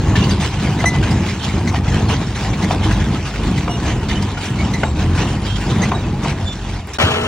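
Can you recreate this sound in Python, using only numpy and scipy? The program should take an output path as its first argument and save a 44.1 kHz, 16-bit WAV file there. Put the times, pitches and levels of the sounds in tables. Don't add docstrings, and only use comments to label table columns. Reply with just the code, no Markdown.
import sys
import numpy as np
from scipy import signal
from scipy.fft import rfft, irfft, next_fast_len
from scipy.io import wavfile
from scipy.ndimage import uniform_filter1d, map_coordinates

SR = 44100
rng = np.random.default_rng(int(sys.argv[2]) if len(sys.argv) > 2 else 0)


def store_pcm(level_fs):
    pcm = np.round(np.clip(level_fs, -1, 1) * 32767).astype(np.int16)
    wavfile.write(sys.argv[1], SR, np.atleast_2d(pcm).T)


def invert_db(x):
    u = np.asarray(x, float) / 20
    return 10 ** u


N = 320607

# time in seconds, firing rate in Hz, throttle level in dB.
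ENGINE = [(0.0, 47.76, -21), (0.29, 54.77, -31.5), (0.55, 51.77, -29.5), (0.81, 51.16, -34),
          (1.22, 58.34, -22), (1.46, 57.2, -40), (1.8, 46.09, -19.5), (2.37, 56.98, -31.5),
          (2.74, 46.33, -23.5), (2.95, 51.8, -20), (3.28, 53.3, -28), (3.8, 39.65, -22),
          (4.29, 48.92, -22.5), (4.6, 43.76, -37), (4.9, 35.75, -21.5), (5.15, 45.51, -19),
          (5.49, 51.74, -26.5), (6.98, 42.83, -28.5)]
# frequency in Hz, level in dB per Hz.
EXHAUST = [(25, -39.5), (45, -7.5), (70, -1), (100, 1), (145, 0.5), (170, -4.5), (200, 0), (235, -6.5),
           (275, -9), (310, -7), (360, -12.5), (450, -20.5), (600, -27.5), (1000, -54.5)]
# share of the stroke from 0 to 1, load in dB, # exhaust boom in
# dB, chain slack in dB. From .83 onward the values of the knock row hold.
STROKE = [
    (0, 0, -13, 2.5),
    (.08, -2, -4, -1),
    (.18, 0.5, 3, -0.5),
    (.42, 1, -3.5, 2.5),
    (.64, -8, -0.5, 0.5),
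    (.8, 1, 6, 4),
    (.88, 1, -4, 0),
    (.91, 3, -13.5, 3.5),
    (.96, -1.5, -9, 2),
]
# time in seconds, level in dB.
FEED = [(0, 2), (.8, 0.5), (2.2, -0.5), (4, -2), (5.2, -1), (5.85, 0), (6.1, -3), (6.42, -6), (6.6, -2),
        (6.8, -14), (6.98, -18)]
# start in seconds, peak in dB, T60 in seconds.
PLUNGER = [
    (0.839, -11, 0.16),
    (1.74, -15, 0.15),
    (2.706, -11, 0.21),
    (3.677, -13, 0.12),
    (4.832, -9, 0.14),
    (5.915, -11, 0.21),
    (6.245, -16.5, 0.1),
]
# frequency in Hz, level in dB per Hz.
THUMP = [(150, -39), (300, -5), (700, 3.5), (900, 0.5), (1300, 0.5), (2000, -9.5), (3000, -12.5),
         (4000, -19.5), (5000, -25), (9000, -38)]
# resonance in Hz, width in Hz, level in dB.
PANELS = [
    (673, 52, 13),
    (885, 120, -1),
    (1330, 95, -13.5),
    (308, 70, -17.5),
]
# frequency in Hz, level in dB per Hz.
DRUM = [(200, -39), (400, 1), (550, -5.5), (780, -0.5), (1000, -2), (1400, -10.5), (2000, -15), (3000, -17),
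        (5000, -44.5)]
# frequency in Hz, level in dB per Hz.
CHAINS = [(600, -29), (1500, 0), (2400, -1.5), (3000, -1), (4400, -5.5), (5500, -7.5), (6500, -8),
          (8000, -11), (9000, -13), (10500, -17), (12000, -23), (13500, -27), (15600, -25.5)]
# start in seconds, peak in dB, ring in Hz, rattle stirred up in dB.
FORKS = [(0.153, -4, 1743, -28), (0.291, -23, 1870, -32), (0.445, -21, 1560, -47),
         (0.5925, -19, 1960, -35.5), (0.625, -18.5, 1190, -35.5), (1.025, -8.5, 1614, -30.5),
         (1.285, -12, 2093, -46), (1.473, -21.5, 1860, -38), (1.755, -10.5, 1870, -49.5),
         (1.8765, -13.5, 2130, -34.5), (1.9248, -25, 1600, -44), (2.8299, -13, 2166, -32),
         (2.9086, -8.5, 1700, -40), (3.1513, -13.5, 1265, -48.5), (3.251, -16.5, 1220, -36.5),
         (3.3364, -16, 1414, -40), (3.845, -18, 1744, -31), (4.025, -15.5, 900, -49),
         (4.371, -13, 1477, -49), (5.145, -15.5, 1526, -29), (5.175, -11, 1446, -36.5),
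         (5.282, -21, 1590, -40), (5.744, -24, 1420, -40.5), (6.2197, -26, 1980, -34),
         (6.8712, -27.5, 1573, -48), (1.07, -15, 998, -42.5), (1.2, -20, 850, -48),
         (3.795, -20, 1510, -51.5), (3.822, -16.5, 993, -37.5), (5.188, -13.5, 896, -50.5),
         (6.232, -22, 1197, -44)]
# start in seconds, peak in dB, ring in Hz, rattle stirred up in dB.
LINKS = [(0.237, -7.5, 2840, -53), (0.31, -25, 2740, -43.5), (0.398, -22, 3120, -27.5),
         (1.1073, -14, 4890, -61), (1.429, -16, 3060, -32.5), (2.0836, -23.5, 2780, -28),
         (2.347, -22.5, 3610, -31), (2.21, -19, 2355, -48), (2.3866, -20.5, 3370, -44.5),
         (2.531, -13.5, 2310, -47), (2.713, -13, 3670, -41.5), (2.998, -25.5, 2950, -37.5),
         (3.46, -25, 2500, -37.5), (3.69, -29.5, 3600, -67), (4.085, -13.5, 4370, -31.5),
         (4.221, -15, 4920, -63), (4.407, -17.5, 2500, -35), (4.43, -16, 2350, -38.5),
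         (4.454, -17.5, 5480, -55), (4.986, -16, 2500, -35.5), (4.952, -25.5, 2550, -38.5),
         (5.453, -18, 3160, -32.5), (5.555, -14, 3210, -43.5), (5.697, -16.5, 3610, -46),
         (6.286, -21, 3090, -56), (6.52, -26, 3430, -40), (6.6832, -27.5, 2450, -36.5),
         (6.79, -23, 2210, -43), (6.933, -14, 5560, -37), (0.934, -24.5, 3500, -40.5),
         (1.255, -21.5, 3290, -39), (1.305, -20, 2275, -49), (3.558, -18, 3010, -42.5),
         (3.768, -26.5, 3750, -57), (3.875, -21.5, 2580, -45.5), (3.905, -23, 2300, -53),
         (5.015, -21, 3000, -48), (5.21, -20.5, 2250, -46), (3.6, -24, 2590, -55)]
# start in seconds, length in seconds, pitch in Hz, level in dB, overtones in dB.
SQUEAKS = [(0.219, 0.017, 2780, -23, -24), (0.788, 0.024, 2047, -21.5, -9.5),
           (0.855, 0.033, 2008, -9.5, -9.5), (0.886, 0.1, 2008, -24.5, -30.5),
           (0.886, 0.035, 2015, -33, 1.5), (1.673, 0.025, 2049, -22, -5.5), (2.622, 0.026, 2055, -22.5, -6),
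           (2.898, 0.022, 1680, -22, -23), (3.576, 0.016, 2080, -22, -6.5), (3.689, 0.074, 2865, -29, -3.5),
           (4.09, 0.054, 3000, -29.5, -10), (4.151, 0.031, 2996, -25, -10.5), (4.318, 0.16, 2990, -36, -28),
           (4.584, 0.042, 2223, -23, -13), (4.734, 0.026, 2027, -21, -7), (4.84, 0.076, 3800, -39, 2),
           (5.461, 0.1, 3190, -29.5, -23.5), (5.821, 0.028, 1997, -18.5, -9),
           (5.937, 0.075, 3840, -32, -14), (6.452, 0.085, 3526, -27, -10)]
# start in seconds, peak in dB, pitch in Hz.
BOOMS = [(0.17, -2, 184), (0.763, -17.5, 208), (1.025, -7, 150), (1.189, -7, 136), (1.638, -11, 146),
         (1.941, -3.5, 151), (2.627, 0.5, 190.6), (2.855, -7, 310), (2.989, -15.5, 131), (3.81, -9.5, 170),
         (4.842, -14.5, 203.5), (5.195, -4, 172), (5.794, 0, 185), (6.003, -15, 160), (0.27, -11.5, 103),
         (0.621, -6.5, 196.5), (0.93, -6, 104), (1.101, -3, 209), (1.972, -10, 201), (2.5, -10, 109.4),
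         (3.5, -8.5, 199), (3.861, -3.5, 88), (4.17, -12, 202.6), (4.7, -8.5, 126), (5.07, -9.5, 89),
         (5.65, -16.5, 308), (5.8, -8.5, 101), (6.03, -10.5, 252), (6.128, -11, 96), (6.28, -8, 150),
         (6.42, -8.5, 99.6)]
# start in seconds, peak in dB, ring in Hz, T60 in seconds.
PINGS = [(0.227, -14.5, 2810, .06), (0.292, -19.5, 6400, 0.071), (0.31, -18.5, 2790, 0.027),
         (0.31, -12.5, 4620, 0.042), (0.572, -24, 2840, .04), (0.83, -22, 4020, .03),
         (0.933, -27, 3620, .03), (1.013, -22, 2860, 0.033), (1.406, -24.5, 3100, 0.11),
         (1.575, -28, 2130, .04), (1.58, -23, 4080, 0.045), (1.857, -23, 2020, .03), (1.9, -25, 6200, .05),
         (1.995, -23, 6300, 0.037), (1.99, -22, 3070, .05), (2.082, -20.5, 4260, 0.057),
         (2.13, -28, 6270, .2), (2.265, -29, 5530, .1), (2.36, -25, 6300, .06), (2.704, -26, 5580, 0.088),
         (2.82, -22, 3060, .04), (2.835, -22.5, 3080, .1), (3.198, -26, 1690, 0.036),
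         (3.659, -28.5, 1680, .03), (4.167, -19.5, 3020, 0.044), (4.818, -22, 2840, 0.033),
         (4.831, -18.5, 2760, .05), (5.133, -26, 3190, .04), (5.273, -17, 2790, 0.048),
         (5.793, -22, 3580, .04), (5.817, -16.5, 6460, .07), (5.85, -28.5, 4120, 0.11),
         (5.941, -23, 980, 0.036), (5.946, -23, 1470, 0.046), (6.04, -23, 2590, 0.067),
         (6.135, -24.5, 847, .15), (6.255, -17, 910, 0.093), (6.295, -24.5, 5780, 0.065),
         (6.41, -27.5, 2800, .05), (6.478, -21, 3540, 0.087), (0.237, -16, 4570, .025),
         (0.24, -19, 1490, .025), (0.165, -22, 3260, .12), (2.908, -18, 1710, .03), (2.715, -24, 3880, .05),
         (4.453, -21, 6140, .04), (5.176, -17, 2900, .03), (4.845, -16.5, 854, .12), (3.69, -18, 700, 0.13),
         (1.03, -22, 3110, .06)]
# time in seconds, clatter in dB, drumming in dB.
BESIDE = [
    (6.986, -22, -24.5),
    (7.01, -17, -20.5),
    (7.27, -25.5, -23),
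]
# frequency in Hz, level in dB per Hz.
SIDE_DRUM = [(30, -53), (55, -13), (85, 2), (200, -3), (300, -6.5), (450, -10.5), (800, -68)]
# frequency in Hz, level in dB per Hz.
SIDE_STEEL = [(200, -24), (450, -7.5), (800, -5.5), (1000, -9.5), (1400, -7), (2000, -11.5), (3000, -7),
              (4400, -18), (5500, -23.5), (6500, -23.5), (8000, -29.5), (10500, -26), (13500, -36),
              (15600, -38)]
# start in seconds, peak in dB.
SIDE_HITS = [
    (6.986, -10.5),
    (7, -8),
    (7.015, -3.5),
    (7.026, -11),
    (7.05, -14.5),
    (7.116, -18.5),
    (7.25, -18),
]
# frequency in Hz, level in dB.
SIDE_TONES = [
    (85, -27),
    (235, -29),
    (425, -28),
    (480, -31.5),
    (629, -27.5),
    (1324, -36.5),
]
# frequency in Hz, left over right in dB,
# left lead in radians, likeness from 0 to 1.
BEHIND = [(60, 0, .06, 1), (307, 0, .03, 1), (405, 0, -.1, 1), (455, -1, -0.95, 1), (598, 4.5, 0.8, 0.82),
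          (736, 1.5, -0.5, 1), (1090, 2, 0.5, 0.99), (2000, 1.7, 0, 0.96), (2500, 0, 0, 0.86),
          (3020, -6.5, 1.1, 0.1), (3750, -3.5, 0.12, 0.73), (4400, -1.5, 0.83, 0.5),
          (6200, 0.5, 1.29, 0.69), (9020, 0.5, 3, 0.73), (10700, 1.5, 2.5, 0.95), (13500, -3.5, 3, 0.93),
          (15500, -1, 4.5, 0.5)]
# frequency in Hz, left over right in dB,
# left lead in radians, likeness from 0 to 1.
ABREAST = [(302, 0.5, 0.063, 1), (454, -2.5, 0.94, 0.93), (585, -1, 1.4, 0.44), (780, 4, 1.6, 0.3),
           (1014, 11, .3, 0.51), (1390, 5, 0.44, 0.97), (2500, 2.5, 2.5, 0.83), (3300, -0.5, 2.65, 0.95),
           (3450, 0, 3.0, .995), (3750, 0, 3.2, .995), (3950, 1.5, 3.5, 0.74), (4380, 2.5, 3.3, 0.43),
           (5460, 1, 0.72, 0.78), (6470, 0.5, 1.1, 0.5), (9140, -2.5, 2.95, 0.63), (10000, -3, 3.1, 1),
           (13800, 3.5, 3.14, 0.97), (15700, -0.5, 3.6, 0.52)]
# frequency in Hz, level in dB per bin.
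MID_FLOOR = [(3000, -88), (3600, -71), (4200, -90), (7000, -100), (8300, -83), (9300, -68.5),
             (10000, -65.5), (14000, -67.5), (15200, -83.5)]
# frequency in Hz, level in dB per bin.
SIDE_FLOOR = [(200, -73.5), (400, -86.5), (1000, -65.5), (1700, -69), (2500, -78.5), (11000, -95.5),
              (13000, -86), (15000, -73.5)]
SHARP = [.295, 1.112, 1.775, 4.222, 4.465]

GAP_START_S, GAP_END_S = 6.9762, 6.9846


def unit(x):
    return x / np.sqrt(np.mean(x ** 2) + 1e-20)


def columns(rows, at):
    first, *cols = np.transpose(rows)
    return [np.interp(at, first, c) for c in cols]


def curves(rows):
    return columns(rows, np.arange(N) / SR)


def along(points, hz):
    p = np.array(points, float)
    return columns(np.column_stack([np.log(p[:, 0]), p[:, 1:]]), np.log(hz + 1))


def wobble(rate):
    knots = rng.standard_normal(int(N * 400 / SR) + 4)
    return map_coordinates(knots, [np.arange(N) * min(rate, 400) / SR])


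def wander(*shape):
    return np.cumsum(rng.standard_normal(shape), axis=-1)


def decay(t, t60):
    return invert_db(-60 * t / t60)


def span(s, length):
    return slice(round(s * SR), round(s * SR) + length)


def filtered(x, response):
    m = next_fast_len(x.shape[-1] + SR // 8)
    return irfft(rfft(x, m) * response(np.fft.rfftfreq(m, 1 / SR)), m)[..., :x.shape[-1]]


def rush(spectrum, patchy_db, gate=1, size=N):
    z = signal.stft(rng.standard_normal((2, size)) * gate, nperseg=512)[2]
    field = uniform_filter1d(rng.standard_normal(z.shape[1:]), 5, 0)
    field = uniform_filter1d(field, 6, 1)
    pair = signal.istft(z * invert_db(patchy_db * unit(field)), nperseg=512)[1][:, :size]
    return unit(filtered(pair, lambda hz: invert_db(along(spectrum, hz)[0])))


def stroke():
    knocks = [-.06] + [row[0] for row in PLUNGER[:-1]] + [6.98]
    phase = np.interp(np.arange(N) / SR, knocks, np.arange(len(knocks))) % 1
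    return columns(STROKE + [(0.83, *STROKE[0][1:])], phase)


def engine(rough, puff_share):
    hz, throttle_db = curves(ENGINE)
    load_db, boom_db, _ = stroke()
    feed_db, = curves(FEED)
    first_db = -28.5 + boom_db + 0.99 * (throttle_db - throttle_db.mean()) + 0.6 * (hz - hz.mean())
    half_db = -28.5 + 0.52 * load_db
    turn = np.cumsum(hz) / SR
    orders = 0
    for k, db in ((1, first_db + .1), (3 / 2, half_db - 0.5), (2, throttle_db), (4, throttle_db - 12)):
        level = invert_db(db + 0.5 + 0.24 * feed_db + 2.8 * rough * wobble(7))
        orders = orders + level * np.sin(2 * np.pi * k * turn + rough * 0.25 * k * wobble(9))
    fired = np.diff(np.floor(turn + .05 * wobble(40)), prepend=0) > 0
    uneven = fired * invert_db(6.5 * wobble(60))
    pulses = unit(filtered(uneven, lambda f: invert_db(along(EXHAUST, f)[0]) * (f > 120)))
    puffs = rush(EXHAUST, patchy_db=1.12, gate=invert_db(np.cos(2 * np.pi * turn)))
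    drumming = np.sqrt(1 - puff_share) * pulses + np.sqrt(puff_share) * puffs
    return orders + invert_db(-17 + load_db + feed_db) * drumming


def steel(f):
    return sum((-1) ** k * invert_db(db) * 1j * f * w / (c * c - f * f + 1j * f * w)
               for k, (c, w, db) in enumerate(PANELS))


def plunger():
    t, out = np.arange(SR // 3) / SR, np.zeros((2, N))
    ringing = unit(filtered(rng.standard_normal((2, N)), steel))
    body = invert_db(1.5 * wobble(76)) * (rush(DRUM, patchy_db=5.0) + 0.7 * ringing)
    thump = rush(THUMP, patchy_db=-2.5)
    for s, db, t60 in PLUNGER:
        at = span(s, len(t))
        crack = decay(np.maximum(t - .006, 0), 0.017) * np.clip(t / 0.003, 0, 1)
        shudder = decay(t, 1.52 * t60) * np.clip(t / 0.0011, 0, 1)
        for shape, noise, level in ((crack, thump, -3), (shudder, body, -8)):
            out[:, at] += invert_db(db + level) * np.sqrt(np.mean(shape ** 2)) * unit(shape * noise[:, at])
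    return out


def surges(rise_s, t60):
    s, _, _, db = np.transpose(FORKS + LINKS)
    t = np.arange(SR // 2) / SR
    kicks = np.bincount(np.round(s * SR).astype(int), invert_db(db), N)
    return np.abs(signal.fftconvolve(kicks, np.clip(t / rise_s, 0, 1) * decay(t, t60))[:N])


def rattle():
    load_db, _, slack_db = stroke()
    feed_db, = curves(FEED)
    surge = surges(rise_s=0.017, t60=0.24)
    chain = invert_db(-41 + slack_db + feed_db) + surge + invert_db(-55)
    panel = invert_db(-30 + 0.92 * load_db + feed_db) + invert_db(-2) * surge + invert_db(-45.5)
    shake = wobble(22.04)
    other_shake = np.roll(shake, N // 3)[::-1]
    ticks = invert_db(np.minimum(6 * rng.exponential(size=N), 18)) * (rng.random(N) < .01)
    ticks = signal.lfilter([1], [1, -.97], ticks)
    panels = panel * invert_db(1.56 * shake + 0.94 * other_shake) * rush(DRUM, patchy_db=1.5)
    chains = rush(CHAINS, patchy_db=3.0, gate=1 + 0.32 * unit(ticks))
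    return panels + chain * invert_db(5.0 + 1.57 * shake) * chains


def clanks(t60):
    burst, shove, ring = np.zeros(N + SR), np.zeros((2, N + SR)), np.zeros((2, N + SR))
    t = np.arange(SR // 5) / SR
    fall = decay(t, t60) * (1 - np.exp(-t / 0.003))
    gather = 1 - np.exp(-t / .007)
    for s, db, hz, _ in FORKS + LINKS:
        at = span(s, len(t))
        burst[at] += invert_db(db - 12.0) * fall * gather + invert_db(db - 10.5) * fall ** 6
        shove[:, at] += invert_db(db - 4.5) * fall ** 3 * rng.standard_normal((2, len(t)))
        blur = wander(2, len(t)) * 0.11 * (hz / 2000) ** 0.91
        turn = 2 * np.pi * hz * t
        tone = np.sin(turn + blur) + 0.57 * np.sin(1.62 * turn + 2 * blur)
        ring[:, at] += invert_db(db - 8.0) * (0.75 * fall ** 0.87 + 0.89 * fall ** 3) * tone
    return burst[:N] * rush(CHAINS, patchy_db=0.0) + filtered(shove[:, :N], steel) + ring[:, :N]


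def squeaks(flutter_db):
    out = np.zeros((2, N + SR))
    t, drift = np.arange(SR // 3) / SR, wobble(300)
    flutters = [wobble(110) for _ in range(3)]
    for s, length, hz, db, over_db in SQUEAKS:
        second_db = over_db - 1.1 * max(db + 19.5, 0)
        third_db = over_db - 10.5 * (hz / 1000 - 2)
        at = span(s, len(t))
        rough = .03 / length + .4 - .1 * max(db + 24, 0) + .1 * np.clip(-28 - db, 0, 5)
        rough = np.clip(rough, .35, 2)
        if length > .09 and db > -27:
            rough = rough * .35
        release = decay(np.maximum(t - length, 0), .045)
        grip = np.clip(t / (0.15 * length), 0, 1) * invert_db(-4 * t / length) * release
        turn = np.cumsum(hz * (1 + .008 * rough * drift[at])) / SR
        short = length < .05
        blur = wander(5, len(t)) * (.03 + .035 * rough ** 2 if short else .018 * rough)
        for k, level in enumerate((0, second_db, third_db, third_db - 8, third_db - 8)):
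            uneven = grip * invert_db(flutter_db * rough * flutters[k % 3][at])
            size = invert_db(db + level) * np.sqrt(np.mean(grip ** 2)) * unit(uneven)
            smear = (k + 1) ** (1 if short else .5) * blur[k]
            out[:, at] += size * np.sin(2 * np.pi * ((k + 1) * turn + rng.random((2, 1))) + smear)
    return out[:, :N]


def booms(t60, rise_s):
    out, t = np.zeros(N + SR), np.arange(SR // 4) / SR
    shape = decay(t, t60) * (1 - np.exp(-t / rise_s))
    for s, db, hz in BOOMS:
        blur = wander(len(t)) * 0.031
        out[span(s, len(t))] += invert_db(db - 3.5) * shape * np.sin(2 * np.pi * hz * t + blur)
    return out[:N] * [[1], [0]]


def pings(rise_s):
    out, t = np.zeros((2, N + SR)), np.arange(SR // 5) / SR
    for s, db, hz, t60 in PINGS:
        blur = wander(2, len(t)) * 0.07 * np.sqrt(hz / 2000)
        shape = decay(t, t60) * (1 - np.exp(-t / rise_s))
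        out[:, span(s, len(t))] += invert_db(db) * shape * np.sin(2 * np.pi * hz * t + blur)
    return out[:, :N]


def ports(pair, table):
    def gains(hz):
        lean_db, lead, alike = along(table, hz)
        turn = np.arccos(np.clip(alike, 0, 1)) / 2
        left = invert_db(lean_db / 2) * np.exp(.5j * lead)
        return np.array([[left * np.cos(turn), left * np.sin(turn)],
                         [np.cos(turn) / left, -np.sin(turn) / left]])
    return filtered(pair, gains).sum(1)


def side_view():
    start = round(GAP_END_S * SR)
    t = np.arange(start, N) / SR
    steel_db, drum_db = (c[start:] for c in curves(BESIDE))
    drum = invert_db(drum_db) * rush(SIDE_DRUM, patchy_db=-3.5, size=N - start)
    teeth_db = np.exp(-(t - GAP_END_S) / 0.22) * np.cos(2 * np.pi * 75.9 * (t - 6.988))
    knocks = sum(invert_db(db - 10.5) * decay(np.maximum(t - s, 0), 0.037) * (t > s) for s, db in SIDE_HITS)
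    clatter = invert_db(steel_db + 1.5 + wobble(120)[start:] + teeth_db) + knocks
    clatter = clatter * rush(SIDE_STEEL, patchy_db=2.0, size=N - start)
    waver = wander(len(SIDE_TONES), len(t)) * 0.026
    hum = sum(invert_db(db + 3) * np.sin(2 * np.pi * hz * t + w) for (hz, db), w in zip(SIDE_TONES, waver))
    heard = ports(drum + clatter + hum * [[1], [.3]], ABREAST)
    return np.pad(heard, ((0, 0), (start, 0)))


def scene():
    t = np.arange(N) / SR
    machine = engine(rough=1.32, puff_share=0.92) + plunger() + rattle()
    parts = clanks(t60=0.085) + squeaks(flutter_db=3.0) + booms(t60=0.18, rise_s=0.01) + pings(rise_s=0.0033)
    behind = ports(machine + parts, BEHIND) * np.clip((GAP_START_S - t) / 0.0008, 0, 1)
    return behind + side_view() * np.clip((t - GAP_END_S) / 0.0014, 0, 1)


def starved(x, floor, sharp=()):
    hz, t, z = signal.stft(x, SR, nperseg=2048)
    band = np.minimum(np.sqrt(hz / 4), hz / 120).astype(int)
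    power = np.array([np.mean(np.abs(z[band == b]) ** 2, axis=0) for b in range(band[-1] + 1)])
    loud = power[18:45].mean(0) + 1e-20
    unsteady = invert_db(2 * 4.0 * rng.standard_normal(power.shape))
    power = (power * (np.median(loud) / loud) ** .9 * unsteady)[band]
    spared = invert_db(-4) * sum(np.clip(2 - np.abs(t - s) / 0.009, 0, 1) for s in sharp)
    kept = np.maximum(power > invert_db(2 * along(floor, hz)[0])[:, None], spared)
    return signal.istft(z * kept, SR, nperseg=2048)[1][:N]


def dry_snap():
    after = np.arange(N) / SR - 6.872
    snap = invert_db(-36.5) * decay(np.abs(after), .012) * (after > 0) * rng.standard_normal(N)
    return filtered(snap, lambda hz: np.clip(hz / 5000, 0, 1) ** 2 * (hz < 16600))


def top_cut(x):
    return signal.sosfilt(signal.butter(12, 17130, fs=SR, output="sos"), x)


def record(dry):
    limited = dry / (1 + np.abs(dry) ** 4) ** (1 / 4)
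    x = filtered(limited, lambda hz: hz < 15830)
    mid = starved(x.mean(0), MID_FLOOR, SHARP) + dry_snap()
    side = starved((x[0] - x[1]) / 2, SIDE_FLOOR)
    return top_cut(np.array([mid + side, mid - side]))


dry = scene()
out = record(dry)
store_pcm(out)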